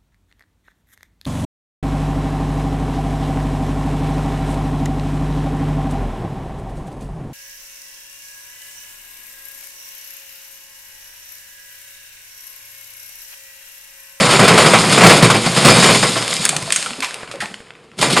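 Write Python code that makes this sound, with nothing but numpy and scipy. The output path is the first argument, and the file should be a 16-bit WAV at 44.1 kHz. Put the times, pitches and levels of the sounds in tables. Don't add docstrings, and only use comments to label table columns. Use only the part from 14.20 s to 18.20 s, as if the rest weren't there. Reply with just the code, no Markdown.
import sys
import numpy as np
from scipy import signal
from scipy.fft import rfft, irfft, next_fast_len
from scipy.io import wavfile

SR = 44100
rng = np.random.default_rng(int(sys.argv[2]) if len(sys.argv) > 2 else 0)


def unload_wav(signal):
    wavfile.write(
        sys.argv[1],
        SR,
        np.round(np.clip(np.atleast_2d(signal).T, -1, 1) * 32767).astype(np.int16),
    )


N = 176400
T = np.arange(N) / SR

# (frequency [Hz], level [dB])
RATTLE_SPECTRUM = [(1200, -24.5), (2400, -5), (3300, 0.5), (5100, -1.5), (6000, -4), (7800, -6), (8550, -1),
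                   (9200, -6.5), (10500, -9), (11800, -18)]


def shelling():
    # (frequency [Hz], level [dB])
    rumble_spectrum = [(30, -30), (85, -35.5), (115, -1.5), (150, 1), (220, -0.5), (270, -8), (380, -7),
                       (520, -21.5), (1200, -46.5)]
    crunch_spectrum = [(150, -36.5), (330, -7), (450, 0), (650, 0.5), (880, -3.5), (1050, 0.5),
                       (1350, -2.5), (1700, -5.5), (2300, -4), (3200, -12), (7000, -38)]
    # (frequency [Hz], level [dB])
    iron_modes = [(2003, -42), (2089, -36.5), (2379, -34.5), (3063, -39), (3488, -36), (3817, -33.5),
                  (4021, -58), (4479, -29), (5023, -28.5), (5766, -49), (6804, -35.5), (7117, -31),
                  (8274, -46), (8543, -33), (9340, -57)]
    box_modes = [(124, -38), (150, -30), (218, -31), (300, -27), (446, -27.5), (491, -29.5), (541, -31.5),
                 (661, -31.5), (794, -29.5), (995, -31.5), (1146, -46), (1361, -34.5)]
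    rumble, crunch, rattle = np.sqrt(churning_power() + bite_power()) * flutter()
    contacts = colour(rumble * grains(), rumble_spectrum)
    contacts += colour(crunch * grains(), crunch_spectrum)
    contacts += colour(rattle * grains(), RATTLE_SPECTRUM)
    iron = from_db(17.5) * ringing(rattle * flutter(), iron_modes, t60_s=0.18)
    box = from_db(13) * ringing(np.sqrt(rumble * crunch), box_modes, t60_s=0.17)
    return contacts + iron + box


def bite_power(attack_s=0.0031):
    # (time [s], level [dB], bass share [dB], treble share [dB], decay [s])
    bites = [(0.003, 0.5, -9.5, -12.5, 0.028), (0.087, -8, -18, -14, 0.028),
             (0.107, -3.5, -24, -5.5, 0.025), (0.149, -4, -30, -17, 0.028), (0.191, 10, -12, -15, 0.029),
             (0.227, 4.5, -7.5, -19, 0.031), (0.247, 0, -15, -7.5, 0.023), (0.277, 8.5, -21, -10, 0.027),
             (0.304, 9, -16, -25, 0.028), (0.334, -2.5, -5, -10, 0.028), (0.375, 10.5, -33, -13.5, 0.027),
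             (0.419, -1, -24, -9, 0.028), (0.457, 4, -14, -11.5, 0.028), (0.534, 12, -21, -21, 0.028),
             (0.584, -3, -11, -4.5, 0.03), (0.694, -2.5, -18, -9, 0.028), (0.722, 2, -15, -10, 0.029),
             (0.775, 9.5, -18, -19, 0.028), (0.807, 11.5, -23, -19, 0.029),
             (0.834, 14.5, -14.5, -18.5, 0.03), (0.864, 11.5, -13, -12, 0.029),
             (0.894, 11.5, -25, -15, 0.029), (0.934, -2, -34, -9, 0.028), (0.964, -3, -28, -5, 0.027),
             (1.024, 4, -9, -10, 0.027), (1.049, -3.5, -6.5, -26, 0.023), (1.099, 7, -17, -14.5, 0.03),
             (1.141, 4.5, -9, -17, 0.027), (1.239, -8, -7, -27, 0.031), (1.26, -1, -7, -12.5, 0.027),
             (1.345, -14, -20, -1, 0.028), (1.361, 0.5, -15, -11, 0.031), (1.446, 6.5, -9, -9.5, 0.03),
             (1.479, 8.5, -20, -15.5, 0.027), (1.519, -2, -5, -3.5, 0.026), (1.562, -4, -3, -18, 0.028),
             (1.624, 5.5, -16, -12.5, 0.028), (1.657, 6.5, -18, -10, 0.026), (1.687, 7, -17, -25, 0.027),
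             (1.744, -3, -21, -11, 0.028), (1.827, 7, -16.5, -13, 0.027), (1.953, -2, -18, -17, 0.027),
             (3.787, -12, -18, -12, 0.024), (3.811, -7.5, -24, 0, 0.028), (3.824, 3, -27, -14, 0.029),
             (3.899, -3, -9, -6, 0.028), (3.964, 8.5, -25, -14.5, 0.026), (3.984, -6, -15, -23, 0.028)]
    trims_db = [-3, -13.5, -5.5]
    power = np.zeros((3, N))
    t = T[:SR // 2]
    for start, db, bass_db, treble_db, decay_s in bites:
        envelope = np.minimum(t / attack_s, 1) * np.exp(-t / decay_s)
        for register, share_db, trim_db in zip(power, (bass_db, 0, treble_db), trims_db):
            add(register, start, (from_db(db + share_db + trim_db) * envelope) ** 2)
    return power


def churning_power():
    # (time [s], rumble level [dB], crunch level [dB], rattle level [dB])
    first_cob = [(0.0, -19.5, -13, -16.5), (0.38, -17, -10, -17.5), (0.55, -19.5, -14.5, -17),
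                 (0.82, -16.5, -17, -17.5), (0.95, -15, -14.5, -19), (1.06, -25, -16, -26.5),
                 (1.19, -24, -27.5, -22.5), (1.37, -23.5, -18.5, -19), (1.54, -15, -10, -12),
                 (1.62, -19, -14.5, -14), (1.71, -20, -17, -14), (1.92, -27.5, -27.5, -19.5),
                 (2.02, -34, -24.5, -24), (2.2, -35, -27, -19.5), (2.36, -33, -27.5, -31.5),
                 (2.53, -43, -35.5, -27.5), (2.75, -47, -35, -33.5), (2.95, -51, -35, -39),
                 (3.18, -43, -39, -49), (3.35, -54, -45, -44), (3.54, -53, -46, -57),
                 (3.76, -51, -53.5, -59)]
    second_cob = [(3.775, -38, -47, -49), (3.789, -22, -40, -23), (3.83, -26, -33, -30),
                  (3.93, -17.5, -19.5, -17.5), (4.0, -21, -20, -24)]
    trims_db = [-1, -2.5, -2.5]
    times, *levels = np.transpose(np.vstack([first_cob, second_cob]))
    return np.array([from_db(np.interp(T, times, db) + trim) ** 2 for db, trim in zip(levels, trims_db)])


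def cob_snaps(tail_decay_s=0.067):
    # (time [s], level [dB], decay [s], relative tail level [dB])
    snaps = [(2.2523, 0, .003, -35), (2.2914, -2.5, .0035, -29), (2.3648, -6.5, 0.0029, -28),
             (2.5230, -2, .0035, -19), (2.5606, -5.5, .004, -17)]
    # (frequency [Hz], level [dB])
    spectrum = [(200, -24), (900, -13), (1600, 0), (3200, -1), (5200, -5), (6600, 2), (7500, 0.5),
                (8600, 4), (10000, -4.5), (11800, -16)]
    out = np.zeros(N)
    for start, db, decay_s, tail_db in snaps:
        snap = burst(decay_s) + from_db(tail_db) * burst(tail_decay_s)
        add(out, start, from_db(db) * colour(snap, spectrum))
    return out


def cob_knocks():
    # (time [s], level [dB], pitch [Hz], decay [s])
    knocks = [(2.193, -22.5, 170, 0.021), (2.325, -23, 810, 0.028), (2.352, -23, 160, .02),
              (2.425, -26, 161, 0.031), (2.476, -25, 656, 0.018), (2.661, -18.5, 1360, 0.0084),
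              (2.703, -31, 250, 0.019), (2.782, -26, 260, .013), (2.823, -19, 2350, 0.028),
              (2.826, -21, 1025, 0.027), (3.139, -28, 536, 0.028), (3.204, -20, 1840, 0.028),
              (3.222, -23.5, 900, 0.022), (3.224, -27, 216, 0.017), (3.306, -36, 215, 0.028)]
    # (frequency [multiples of the pitch], level [dB])
    spectrum = [(.1, -33), (.5, -17.5), (.85, -4.5), (1, 1.5), (1.2, -9.5), (2, -16.5), (5, -24), (12, -53)]
    out = np.zeros(N)
    for start, db, hz, decay_s in knocks:
        knock = colour(burst(decay_s), np.array(spectrum) * [hz, 1])
        burst_energy = decay_s * SR / 2
        add(out, start, from_db(db) * knock * np.sqrt(burst_energy / np.sum(knock ** 2)))
    return out


def cob_scrapes():
    # (time [s], level [dB], decay [s])
    scrapes = [(2.826, -24, .05), (3.114, -33.5, .025), (3.203, -28, .045)]
    out = np.zeros(N)
    for start, db, decay_s in scrapes:
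        add(out, start, from_db(db) * colour(burst(decay_s), RATTLE_SPECTRUM))
    return out


def stray_kernels(trim_db=-6.5, decay_s=0.0016):
    # (time [s], level [dB], spectral tilt [dB/octave])
    ticks = [(2.025, -6.5, -1), (2.0793, -1.5, 0.0), (2.129, -4, -2.5), (2.139, -3, 11), (2.1665, -2, 2.5),
             (2.2424, -8, 2), (2.2622, -3.5, -4), (2.4254, -9, 5), (2.5047, -3, -0.5), (2.6269, -4.5, 0.5),
             (2.6614, -12, 3), (2.7064, -10, -2), (2.7334, -12.5, -4), (2.8047, -6.5, 3.5),
             (2.8455, -4, 1.5), (2.9085, -12.5, -1), (2.9427, -8.5, 4.5), (3.032, -11.5, -10.5),
             (3.0762, -18, -5), (3.1139, -11, -2), (3.1237, -20, -5), (3.1572, -17, -2),
             (3.2577, -11, -4.5), (3.3418, -11.5, -4), (3.4037, -17.5, -11.5), (3.5059, -19.5, -5),
             (3.5364, -30, -7), (3.5525, -27, -7), (3.716, -29.5, -5)]
    # (frequency [Hz], level [dB])
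    spectrum = [(300, -24), (1200, -2), (2500, 4.5), (4000, -2.5), (6000, -5), (8500, -6), (11800, -21)]
    out = np.zeros(N)
    for start, db, tilt_db in ticks:
        add(out, start, from_db(db + trim_db) * colour(burst(decay_s, size=2048), spectrum, tilt_db))
    return out


def room(x, t60_s=0.48, gap_s=0.00498):
    tail = rng.standard_normal(SR) * from_db(-60 * T[:SR] / t60_s) * (T[:SR] > gap_s)
    return signal.fftconvolve(x, tail / np.sqrt(np.sum(tail ** 2)))[:N]


def background():
    # (frequency [Hz], level [dB])
    spectrum = [(30, -28), (60, -3), (160, -4), (330, -8), (470, 8), (600, -21), (3000, -14), (11700, -38)]
    return colour(rng.standard_normal(N), spectrum)


def ringing(force, modes, t60_s):
    out, radius = 0, from_db(-60 / (t60_s * SR))
    for hz, db in modes:
        angle = 2 * np.pi * hz / SR
        feedback = [1, -2 * radius * np.cos(angle), radius ** 2]
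        out += from_db(db) * signal.lfilter([np.sin(angle)], feedback, force * grains())
    return out * np.sqrt(2 * (1 - radius ** 2))


def grains(contacts_per_s=5000, spread_db=3):
    strength = from_db(spread_db * np.minimum(rng.exponential(1, N), 4)) * rng.choice([-1, 1], N)
    return rms_one(strength * (rng.random(N) < contacts_per_s / SR))


def flutter(depth_db=2, swings_per_s=45):
    knots = np.arange(0, N / SR + 1, 1 / swings_per_s)
    return from_db(depth_db * np.interp(T, knots, rng.standard_normal(N)[:len(knots)]))


def burst(decay_s, size=16384):
    return rng.standard_normal(size) * np.exp(-T[:size] / decay_s)


def colour(x, spectrum, tilt_db=0):
    size = next_fast_len(len(x) + 4096)
    size += size % 2
    octave = np.log2(np.maximum(np.fft.rfftfreq(size, 1 / SR), 1))
    hz, db = np.transpose(spectrum)
    slope_db = tilt_db * np.clip(octave, np.log2(hz[0]), np.log2(hz[-1]))
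    gain = rms_one(from_db(np.interp(octave, np.log2(hz), db) + slope_db))
    cepstrum = irfft(np.log(gain))
    cepstrum[1:size // 2] *= 2
    cepstrum[size // 2 + 1:] = 0
    return irfft(rfft(x, size) * np.exp(rfft(cepstrum)))[:len(x)]


def from_db(db):
    return 10 ** (np.asarray(db) / 20)


def rms_one(x):
    return x / np.sqrt(np.mean(x ** 2) + 1e-20)


def add(out, start_s, sound):
    start = max(int(start_s * SR), 0)
    out[start:start + len(sound)] += sound[:N - start]


def scene():
    machine = shelling() + cob_snaps() + cob_knocks() + cob_scrapes() + stray_kernels()
    mono = machine + from_db(-11) * room(machine) + from_db(-51.5) * background()
    return np.array([mono, mono])


def record(dry, knee=4.6, cutoff_hz=11900):
    # (frequency [Hz], width [Hz], depth [dB])
    dips = [(5870, 450, 6.5), (7000, 90, 14)]
    for hz, width_hz, depth_db in dips:
        band = signal.lfilter(*signal.iirpeak(hz, hz / width_hz, fs=SR), dry)
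        dry = dry - (1 - from_db(-depth_db)) * band
    clipped = dry / (1 + np.abs(dry) ** knee) ** (1 / knee)
    return signal.sosfilt(signal.ellip(10, .2, 70, cutoff_hz, fs=SR, output="sos"), clipped)


dry = scene()
out = record(dry)
unload_wav(out)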